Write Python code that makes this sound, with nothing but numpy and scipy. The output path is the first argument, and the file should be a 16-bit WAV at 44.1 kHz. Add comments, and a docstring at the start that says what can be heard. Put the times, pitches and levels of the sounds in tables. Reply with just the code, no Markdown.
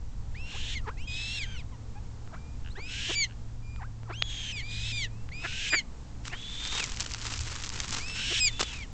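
"""A lakeside lawn in open air: low far rumble and faint hiss (coloured noise), and a far motor's hum (a sine).
Young coots beg from the first half second: gliding whistles that break into chaos and split as they drop.
Ducks cluck between them (half-rate pulses through throat and chest); thin gliding notes (near chick, far birds),
a little duck chatter (slow pulses) and dry ticks follow. From about 6.2 s a feed bag rustles close by, random
grains with snapping creases; a soft bump reaches the small mono microphone, and the bag ends with two low thumps."""
import sys
import numpy as np
from scipy import signal
from scipy.fft import rfft, irfft, next_fast_len
from scipy.io import wavfile
from scipy.ndimage import map_coordinates

SR = 44100
rng = np.random.default_rng(int(sys.argv[2]) if len(sys.argv) > 2 else 0)


def unload_wav(signal):
    """Save mono or channel-first audio to the path in sys.argv[1] as 16-bit WAV at rate SR, clipped to [-1, 1]."""
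    wavfile.write(
        sys.argv[1],
        SR,
        np.round(np.clip(np.atleast_2d(signal).T, -1, 1) * 32767).astype(np.int16),
    )


N = 393792
T = np.arange(N) / SR  # time of every sample [s]

# how the bag's paper colours its rustle and its snaps: (frequency [Hz], gain [dB])
PAPER_SPECTRUM = [(120, -30), (200, -8), (279, -0.5), (647, -8), (946, -1), (1320, 0.5), (1760, -1.5),
                  (2920, 0), (7200, -3.5), (7670, -5), (8850, -13), (11500, -48.5), (19500, -120)]


def undb(db):
    """Decibels to gain."""
    return 10 ** (np.asarray(db) / 20)


def unit(x):
    """Scale by the standard deviation, to rms 1 for a signal centred on zero."""
    return x / (np.std(x) + 1e-12)


def curves(rows, t):
    """Every column of a table after its times, joined by straight lines."""
    s, *columns = np.transpose(rows)
    return [np.interp(t, s, c) for c in columns]


def add(out, s, x):
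    """Mix x in from time s."""
    i = max(int(s * SR), 0)
    out[i:i + len(x)] += x[:max(N - i, 0)]


def colour(x, points):
    """Filter by a spectrum of (frequency [Hz], gain [dB]) points, joined along log frequency."""
    hz, db = np.transpose(points)
    size = next_fast_len(len(x))
    f = np.maximum(np.fft.rfftfreq(size, 1 / SR), 1)
    gain = undb(np.interp(np.log(f), np.log(hz), db))
    return irfft(rfft(x, size) * gain, size)[:len(x)]


def ring(x, hz, width_hz):
    """One resonance, gain 1 at its centre."""
    return signal.lfilter(*signal.iirpeak(hz, hz / width_hz, fs=SR), x)


def wander(t, rate_hz):
    """Smooth curve through random steps of spread 1, rate_hz steps a second."""
    steps = rng.standard_normal(1 << 13)
    return map_coordinates(steps, [(t - t[0]) * rate_hz], order=3, mode="wrap")


def span(start, end):
    """Sample times of one call, and a gate that opens and shuts it softly."""
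    t = np.arange(start, end, 1 / SR)
    return t, np.clip(np.minimum(t - t[0], t[-1] - t) / .004, 0, 1)


def turn(hz):
    """Phase of an oscillator: its frequency summed over time."""
    return 2 * np.pi * np.cumsum(hz) / SR


def ramp(t, length_s):
    """Goes from 0 to 1 in length_s, centred on t = 0."""
    return np.clip(t / length_s + .5, 0, 1)


def traffic():
    """Far traffic: noise of low frequencies whose level drifts and sways."""
    # shape of the rumble: (frequency [Hz], relative density [dB per Hz])
    rumble_spectrum = [(12, 2), (22, -1.5), (45, -4.5), (66, -2.5), (85, -11.5), (130, -17.5), (200, -31),
                       (400, -59)]
    # rumble before its sway: (time [s], level [dB])
    rumble_levels = [(0, -36.5), (.25, -35), (1.1, -36.5), (1.29, -43), (1.52, -36), (2.1, -39.5),
                     (5.3, -38.5), (6.1, -40), (8.93, -39)]
    sway_db, sway_hz = 1.35, 6
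    rumble = unit(colour(rng.standard_normal(N), rumble_spectrum))
    return rumble * undb(curves(rumble_levels, T)[0] + sway_db * wander(T, sway_hz))


def park_air(air_db=-51):
    """Faint hiss of the park: coloured noise that sways slowly."""
    # shape of the hiss: (frequency [Hz], relative density [dB per Hz])
    air_spectrum = [(40, -19), (130, 2.5), (200, -1), (280, -3.5), (370, -14.5), (460, -9), (570, -16),
                    (900, -14), (1500, -22), (3000, -26.5), (7300, -26), (8500, -31.5)]
    air = unit(colour(rng.standard_normal(N), air_spectrum))
    return air * undb(air_db + 1.3 * wander(T, 2.444))


def motor(motor_hz=110.5, trim_db=-0.5):
    """A distant motor heard as one sine line whose pitch drifts slightly."""
    # hum before trim_db: (time [s], level [dB])
    motor_levels = [(0.0, -50), (2.21, -46), (2.34, -60), (2.54, -50), (4.2, -41), (4.35, -48.5),
                    (4.87, -38.5), (6.02, -59), (6.21, -44.5), (6.64, -59), (7.44, -41), (7.61, -51),
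                    (8.58, -45), (8.93, -62)]
    hum = unit(np.sin(turn(motor_hz * (1 + 0.004 * wander(T, 2.36)))))
    return hum * undb(curves(motor_levels, T)[0] + trim_db)


def trees(x, echo_db=-27, t60_s=0.19):
    """Faint scatter from the trees along the shore: a decaying noise tail after a 10 ms gap."""
    t = np.arange(SR // 2) / SR
    tail = rng.standard_normal(len(t)) * np.exp(-np.log(1000) * t / t60_s) * (t > .01)
    return x + undb(echo_db) * signal.fftconvolve(x, tail / np.linalg.norm(tail))[:N]


def thin_note(start, length_s, start_hz, end_hz, db):
    """A thin gliding note, slightly wavering, with two weak overtones."""
    t, gate = span(start, start + length_s)
    left = np.linspace(1, 0, len(t))
    hz = end_hz + (start_hz - end_hz) * left ** 1.5  # glides fast at first, then levels off
    phase = turn(hz * (1 + 0.0031 * wander(t, 80)))
    swell = 2 * np.sqrt(left * (1 - left))
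    tone = np.sin(phase) + undb(-10.5) * np.sin(2 * phase) + undb(-12) * np.sin(3 * phase)
    return gate * swell * undb(db) * unit(tone)


def chatter(t, length_s, pulse_hz=82):
    """Slow pulses of a duck's voice ring two throat resonances."""
    cycles = turn(pulse_hz * (1 + 0.094 * wander(t, 60))) / (2 * np.pi)
    pulses = np.diff(np.floor(cycles), prepend=0)
    lower = ring(ring(pulses, 1570, 400), 1600, 400)
    upper = ring(ring(pulses, 2830, 550), 2800, 550)
    return unit(lower + upper) * np.exp(-(t / length_s) ** 2)


def cluck(t, low_hz, burst_db, squeak_db, throat_hz, chest_db, burst_s=0.013):
    """A squeak dips and climbs out louder; around the bottom a burst of half-rate pulses breaks in."""
    dip = np.exp(-(t / .025) ** 2)
    burst = np.exp(-((t - .006) / burst_s) ** 2)  # just past the bottom
    top_hz = 1520 + 130 * np.tanh(t / .02)  # higher on the way out
    phase = turn((top_hz + (low_hz - top_hz) * dip) * (1 + .045 * dip * wander(t, 500)))
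    pulses = sum(np.cos(k * phase / 2) for k in range(1, 15)) * undb(2 * wander(t, 400))
    throat = ring(ring(pulses, throat_hz, 880), throat_hz, 880)
    chest = ring(ring(pulses, 390, 480), 390, 480)
    voiced = (throat + undb(chest_db) * chest) * burst
    voiced = voiced / np.sqrt(np.average(voiced ** 2, weights=burst))
    squeak = np.sin(phase) + .4 * dip * np.sin(2 * phase)
    squeak = squeak * (dip + .4 * np.exp(-(t / .05) ** 4))
    climb = undb(3 * np.tanh(t / .015))  # the way up is louder than the way down
    return undb(burst_db) * voiced + undb(squeak_db) * squeak * climb


def ticks_and_thumps():
    """Dry ticks, and at the end two low dull thumps of the feed bag: short pushes on damped rings."""
    # the last two rows are the thumps: (time [s], peak level [dB], ring frequency [Hz], ring width [Hz])
    knocks = [(2.276, -35, 700, 1500), (3.7615, -34, 1800, 4000), (4.033, -35, 600, 1500),
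              (4.2219, -19, 1500, 4000), (4.2236, -6, 3440, 1280), (5.29, -32, 1700, 2500),
              (8.607, -20.5, 450, 400), (8.628, -20.5, 480, 400)]
    out = np.zeros(N)
    push = np.pad(signal.windows.hann(12), (0, 500))
    for s, db, hz, width_hz in knocks:
        knock = ring(push, hz, width_hz)
        add(out, s, undb(db) * knock / np.abs(knock).max())
    return out


def bump():
    """A soft bump on the microphone: a dull low sine that swells and dies within a few cycles."""
    # (time of its middle [s], length [s], pitch [Hz], level [dB])
    thud = (7.405, .025, 74, -32)
    s, length_s, hz, db = thud
    swell = np.exp(-((T - s) / length_s) ** 2)
    return undb(db) * np.sqrt(2) * swell * np.sin(2 * np.pi * hz * (T - s))


def crackle(grain_rate, spread_db, bunch_db):
    """Tiny creases of uneven size, grain_rate a second on average, that come in bunches."""
    sizes = undb(spread_db * np.minimum(rng.exponential(size=N), 5)) * rng.standard_normal(N)
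    return sizes * (rng.random(N) < grain_rate / SR) * undb(bunch_db * wander(T, 130))


def handling():
    """Strength of the rustle: fumbling with brief squeezes on top, added as power."""
    # fumbling with the bag, silent before the first row: (time [s], relative level [dB])
    fumbling = [(6.22, -70), (6.3, -50), (6.46, -56), (6.7, -38.5), (7.04, -44.5), (7.3, -40),
                (7.62, -41.5), (8.2, -43.5), (8.45, -51.5), (8.72, -43.5), (8.9, -63.5)]
    # squeezes of the bag: (time of the middle [s], length [s], relative level [dB])
    squeeze_rows = [(6.268, 0.019, -42.5), (6.784, 0.061, -34.5), (7.008, 0.0069, -37), (7.556, 0.021, -36),
                    (7.955, 0.045, -34), (8.607, 0.0085, -27.5), (8.632, 0.0068, -29.5)]
    squeezes = sum((undb(db) * np.exp(-((T - s) / length_s) ** 2)) ** 2
                   for s, length_s, db in squeeze_rows)
    steady = undb(curves(fumbling, T)[0]) ** 2 * (T > fumbling[0][0])
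    return np.sqrt(steady + squeezes)


def rustle(crisp_db=-5.0, crisp_hz=6400, flutter_db=1.85):
    """Dense tiny creases of the bag crackle, and sparser crisp ones ride on top."""
    dense = crackle(grain_rate=4000, spread_db=1.75, bunch_db=2.5)
    sparse = crackle(grain_rate=1200, spread_db=3.5, bunch_db=5)
    body = unit(colour(dense, PAPER_SPECTRUM))
    crisp = unit(ring(colour(sparse, PAPER_SPECTRUM), crisp_hz, 3000))
    flutter = undb(flutter_db * wander(T, 45) - 1.5)
    return (body + undb(crisp_db) * crisp) * handling() * flutter


def snaps(snap_db=-1.5, crease_s=0.0015):
    """A few large creases snap: fast-dying noise through the paper and a broad resonance."""
    # (time [s], peak level before snap_db [dB], centre frequency [Hz])
    creases = [(6.2532, -27.5, 3760), (6.2797, -22, 3710), (6.6514, -21, 3660), (6.7244, -21, 3610),
               (6.7824, -18, 2790), (6.8277, -22, 2330), (6.8982, -25, 7120), (6.9194, -22.5, 7190),
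               (6.972, -25, 2170), (6.9983, -21, 7250), (7.0087, -20.5, 7030), (7.0625, -19, 2070),
               (7.1112, -25, 3010), (7.1367, -20, 5940), (7.1462, -19.5, 3680), (7.215, -26, 6100),
               (7.267, -20, 3500), (7.3378, -20, 3750), (7.3914, -20.5, 5070), (7.4091, -22.5, 6480),
               (7.4757, -30, 3400), (7.5624, -27, 1560), (7.6244, -26, 4650), (7.6375, -20.5, 2930),
               (7.6674, -25, 5310), (7.701, -21.5, 5220), (7.8022, -14.5, 6990), (7.8344, -25, 4800),
               (7.8805, -23, 5600), (7.9474, -19.5, 2650), (8.0975, -24, 2570), (8.5946, -19, 1930),
               (8.6303, -16, 5110)]
    out = np.zeros(N)
    t = np.arange(SR // 50) / SR
    for s, db, hz in creases:
        snap = rng.standard_normal(len(t)) * np.exp(-t / crease_s)
        snap = ring(colour(snap, PAPER_SPECTRUM), hz, 8400)
        add(out, s, undb(db + snap_db) * snap / np.abs(snap).max())
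    return out


def beg_pitch(t, clear, fall_s, rise_s, start_hz, held_hz, late_hz, step_hz, end_hz):
    """The pitch scoops to a held note and drifts, steps down as the rasp clears, then falls ever faster."""
    held = np.interp(t, [t[0], fall_s], [held_hz, late_hz])
    scoop = (start_hz - held_hz) * np.exp(-(t - t[0]) / rise_s)
    fall = np.clip((t - fall_s) / (t[-1] - fall_s), 0, 1) ** 1.95  # gathers speed
    return held + scoop - step_hz * clear - (late_hz - step_hz - end_hz) * fall


def beg_level(t, start_db, peak_db):
    """The chick pushes steadily harder and lets go at the very end; in dB."""
    onset_s, release_s, fade_db = 0.0073, 0.031, -25  # the fade in spans half of fade_db
    times = [t[0], t[0] + onset_s, t[-1] - release_s, t[-1]]
    return np.interp(t, times, [start_db + fade_db / 2, start_db, peak_db, peak_db + fade_db])


def membrane(t, hz, tone_db, over_db, half_db, rasp_db, rasp_hz, third_db=-3,
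             chaos_swing=0.11, chaos_hz=900, chaos_db=-2, hiss_db=-4.5, smear=0.073):
    """A chick's membrane whistles, doubles its period, or tumbles into chaos when pushed hard."""
    # rasp noise as it leaves the beak: (frequency [Hz], gain [dB])
    beak_spectrum = [(900, -49.5), (1350, -15), (1650, -9), (2000, -5.5), (2500, -3.5), (2900, -14.5),
                     (3600, -0.5), (4400, -7), (5200, -10), (6900, -8), (7900, -12), (9000, -21)]
    growl_rise = 550  # Hz per s: the low growl climbs as the chick pushes harder
    hiss_growth = 0.094  # dB of extra breathy hiss per dB of rasp
    tone, over, half, rasp = undb([tone_db, over_db, half_db, rasp_db])
    rough = rasp / (rasp + tone)

    # the whistle grows less steady as the rasp takes over, and brighter as it gets louder
    phase = turn(hz * (1 + .003 * wander(t, 60.8) + 0.043 * rough ** 2 * wander(t, 700)))
    third = undb(third_db + 0.28 * (over_db + 32.0))
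    overtones = np.sin(2 * phase) + third * np.sin(3 * phase)

    # every second cycle differs: lines between the harmonics, which smear in a rough voice
    split = phase / 2 + turn(hz * smear * rough * wander(t, 900))
    between = np.sin(phase + split)
    between = between + undb(-14.5) * np.sin(2 * phase + split) + undb(-13.5) * np.sin(3 * phase + split)
    # on high notes lines at the half pitch and just below the whistle take over
    high = np.clip((hz - 2750) / 200, 0, 1)
    below = np.sin(split) + np.sin(split * 3 / 2)
    between = (1 - 0.66 * high) * between + 0.97 * high * below
    whistle = tone * np.sqrt(2) * np.sin(phase) + over * unit(overtones) + half * unit(between)
    whistle = whistle * undb(.8 * wander(t, 120))

    # in chaos the pitch jumps from one millisecond to the next, and a low rasp growls near half of it
    tumble = turn(rasp_hz * (1 + chaos_swing * wander(t, chaos_hz)))
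    growl_hz = rasp_hz * .55 + growl_rise * (t - t.mean())
    growl = np.sin(turn(growl_hz * (1 + .04 * wander(t, 600))))
    growl = undb(-12) * np.clip((3500 - rasp_hz) / 600, 0, 1) * growl  # fades out in high rasps
    chaos = (np.sin(tumble) + undb(-15) * np.sin(2 * tumble) + growl) * undb(1.2 * wander(t, 400))

    hiss = unit(colour(rng.standard_normal(len(t)), beak_spectrum)) * undb(0.93 * wander(t, 320))
    hiss_gain = undb(hiss_db + hiss_growth * (rasp_db + 37))
    return whistle + rasp * (undb(chaos_db) * unit(chaos) + hiss_gain * hiss)


def beg(start, fall_s, end, rise_s, start_hz, held_hz, late_hz, step_hz, end_hz,
        start_db, peak_db, bright_db, rasp_on, rasp_off, rasp_db, duck_db, rasp_start_hz, rasp_end_hz,
        split_s):
    """One call swells from a whistle into a rasp, clears on a lower note, and splits as it drops."""
    break_in_s, break_out_s = 0.077, 0.013  # time to tip into the rasp and out of it
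    waver, waver_hz = .009, 21.95  # share by which the note wavers until it clears, and how often
    duck_early, duck_late = .45, 1.22  # share of duck_db as the rasp starts and ends: chaos gains
    brighten = 0.48  # dB of overtones gained per dB of loudness
    # half-pitch lines against the whistle: at the closing split, before it, and during the rasp
    split_db, unsplit_db, hoarse_split_db = -2.5, -22, -5.5
    high_voice_hz = 3000  # the rasp brings those lines up only in voices held below this
    clear_rasp_db, split_rasp_db = -13, -7  # rasp in the clear parts, and as the voice splits

    t, gate = span(start, end)
    clear = ramp(t - rasp_off, break_out_s)
    hoarse = ramp(t - rasp_on, break_in_s) * (1 - clear)
    split = ramp(t - (end - split_s), .012)
    hz = beg_pitch(t, clear, fall_s, rise_s, start_hz, held_hz, late_hz, step_hz, end_hz)
    hz = hz * (1 + waver * (1 - clear) * wander(t, waver_hz))

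    db = beg_level(t, start_db, peak_db)
    duck_share = np.interp(t, [rasp_on, rasp_off], [duck_early, duck_late])
    tone_db = db + duck_db * hoarse * duck_share
    over_db = tone_db + bright_db + brighten * (db + 33.5)
    split_rise = (split_db - unsplit_db) * split
    hoarse_rise = (hoarse_split_db - unsplit_db) * hoarse * (held_hz < high_voice_hz)
    half_db = tone_db + unsplit_db + np.maximum(split_rise, hoarse_rise)
    rasp_rise = np.maximum((rasp_db - clear_rasp_db) * hoarse, (split_rasp_db - clear_rasp_db) * split)
    hoarse_db = db + clear_rasp_db + rasp_rise
    rasp_hz = np.interp(t, [rasp_on, rasp_off], [rasp_start_hz, rasp_end_hz])
    return gate * membrane(t, hz, tone_db, over_db, half_db, hoarse_db, rasp_hz)


def birds():
    """All the voices on the lawn and beyond it, each placed at its time."""
    # thin gliding notes: a near chick's opening scoop at 0.968 s, the rest from birds further off:
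    # (start [s], length [s], start pitch [Hz], end pitch [Hz], level [dB])
    thin_notes = [(0.968, 0.086, 1850, 2880, -51), (1.715, 0.047, 1120, 920, -55),
                  (1.951, 0.042, 780, 850, -50), (2.31, 0.26, 2280, 2440, -65),
                  (2.7, .035, 3500, 4400, -54.5), (3.621, 0.19, 2380, 2430, -58),
                  (5.076, .19, 2290, 2750, -66)]
    # soft duck chatter: (time of its middle [s], length [s], level [dB])
    chatter_rows = [(2.669, 0.024, -51), (3.311, 0.019, -54.5)]
    # duck clucks: (time of the dip [s], lowest pitch [Hz], burst level [dB], squeak level [dB],
    #  throat resonance [Hz], chest against throat [dB])
    clucks = [(0.549, 752, -53.5, -50.5, 1090, 6), (0.879, 794, -38.5, -45, 950, 0),
              (2.338, 637, -49.5, -50, 1200, -10), (2.782, 777, -46, -59, 860, 9),
              (3.099, 627, -38.5, -55, 960, 11), (3.819, 746, -51, -46, 1550, -11),
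              (4.103, 687, -42, -46, 1080, 1), (5.448, 647, -35, -48.5, 1600, -10),
              (5.736, 596, -24.5, -50, 1830, -13), (6.331, 706, -38.5, -51.5, 1870, -11),
              (8.315, 674, -40, -64, 1120, 9)]
    # begging calls of the young coots: (start [s], fall from [s], end [s], rise time [s],
    #  start pitch [Hz], held pitch [Hz], late pitch [Hz], step down [Hz], end pitch [Hz],
    #  start level [dB], peak level [dB], overtones before brightening [dB], rasp on [s], rasp off [s],
    #  rasp against the call [dB], whistle's loss under the rasp before its share [dB],
    #  rasp start pitch [Hz], rasp end pitch [Hz], split length [s])
    begs = [ (0.342, 0.718, .808, .026, 1460, 2760, 2750, 450, 1750, -49.5, -38, -5.5, 0.47, 0.75, 1, -12, 2900, 3280, 0.029),
            (0.969, 1.539, 1.635, .075, 2347, 3750, 3120, 60, 1530, -56.5, -49, -1.5, 1.24, 1.54, -5, -1.5, 3570, 3050, 0.28),
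            (1.07, 1.35, 1.47, .07, 2530, 2300, 2785, 100, 1600, -42, -39, -4, 1.1, 1.395, -1, -0.5, 3410, 3670, 0.053),
            (2.75, 3.181, 3.272, .05, 1410, 2640, 2804, 480, 1846, -49, -30.5, -0.5, 2.875, 3.15, 2.5, -12, 2800, 3097, 0.033),
            (4.12, 4.5, 4.638, .034, 1900, 3480, 3130, 520, 1700, -46.5, -40.5, -3.5, 4.265, 4.524, 1.5, 0, 3500, 2950, .075),
            (4.6, 4.95, 5.08, .018, 1850, 2360, 2650, 220, 1600, -47, -36.5, -2, 4.68, 4.925, 2, -3, 3660, 3470, .155),
            (5.313, 5.719, 5.822, .017, 1766, 2480, 2680, 251, 1903, -46, -30.5, -3, 5.41, 5.7, 0.5, -14.5, 2668, 2960, 0.032),
            (6.292, 6.749, 6.87, .04, 2080, 3295, 3725, 750, 1640, -50.5, -37.5, -21, 6.35, 6.787, 0, 0.5, 3406, 3444, 0.03),
            (7.991, 8.439, 8.508, .04, 1953, 2677, 2764, 246, 1810, -46, -28.5, 1, 8.13, 8.4, 2.5, -9.5, 2796, 3060, 0.033),
            (8.46, 8.68, 8.77, .02, 3560, 3600, 3430, 100, 1660, -47.5, -44, -10, 8.54, 8.72, -1.5, -1.5, 3400, 3110, .02),
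            (8.519, 8.789, 8.866, .03, 2400, 2800, 2596, 201, 1590, -55, -44.5, -8, 8.6, 8.78, 0, -3.5, 2860, 2610, 0.043)]
    out = np.zeros(N)
    for note in thin_notes:
        add(out, note[0], thin_note(*note))
    t = np.arange(-SR // 10, SR // 10) / SR  # 0 at the middle of a duck's sound
    for s, length_s, db in chatter_rows:
        add(out, s + t[0], undb(db) * chatter(t, length_s))
    for s, *voice in clucks:
        add(out, s + t[0], cluck(t, *voice))
    for call in begs:
        add(out, call[0], beg(*call))
    return out


def scene():
    """Everything reaches one microphone, so both channels are alike; only the birds get the trees' scatter."""
    background = traffic() + park_air() + motor()
    close_by = ticks_and_thumps() + bump() + rustle() + snaps()
    mono = background + close_by + trees(birds())
    return np.array([mono, mono])


def record(dry):
    """The recorder droops above 7.5 kHz and then cuts the top steeply at 8.8 kHz."""
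    droop = [(7500, 0.5), (8300, -5.5), (9000, -17.0)]  # (frequency [Hz], gain [dB])
    soft = np.array([colour(x, droop) for x in dry])
    return signal.sosfilt(signal.ellip(10, .2, 80, 8800, fs=SR, output="sos"), soft)


dry = scene()
out = record(dry)
unload_wav(out)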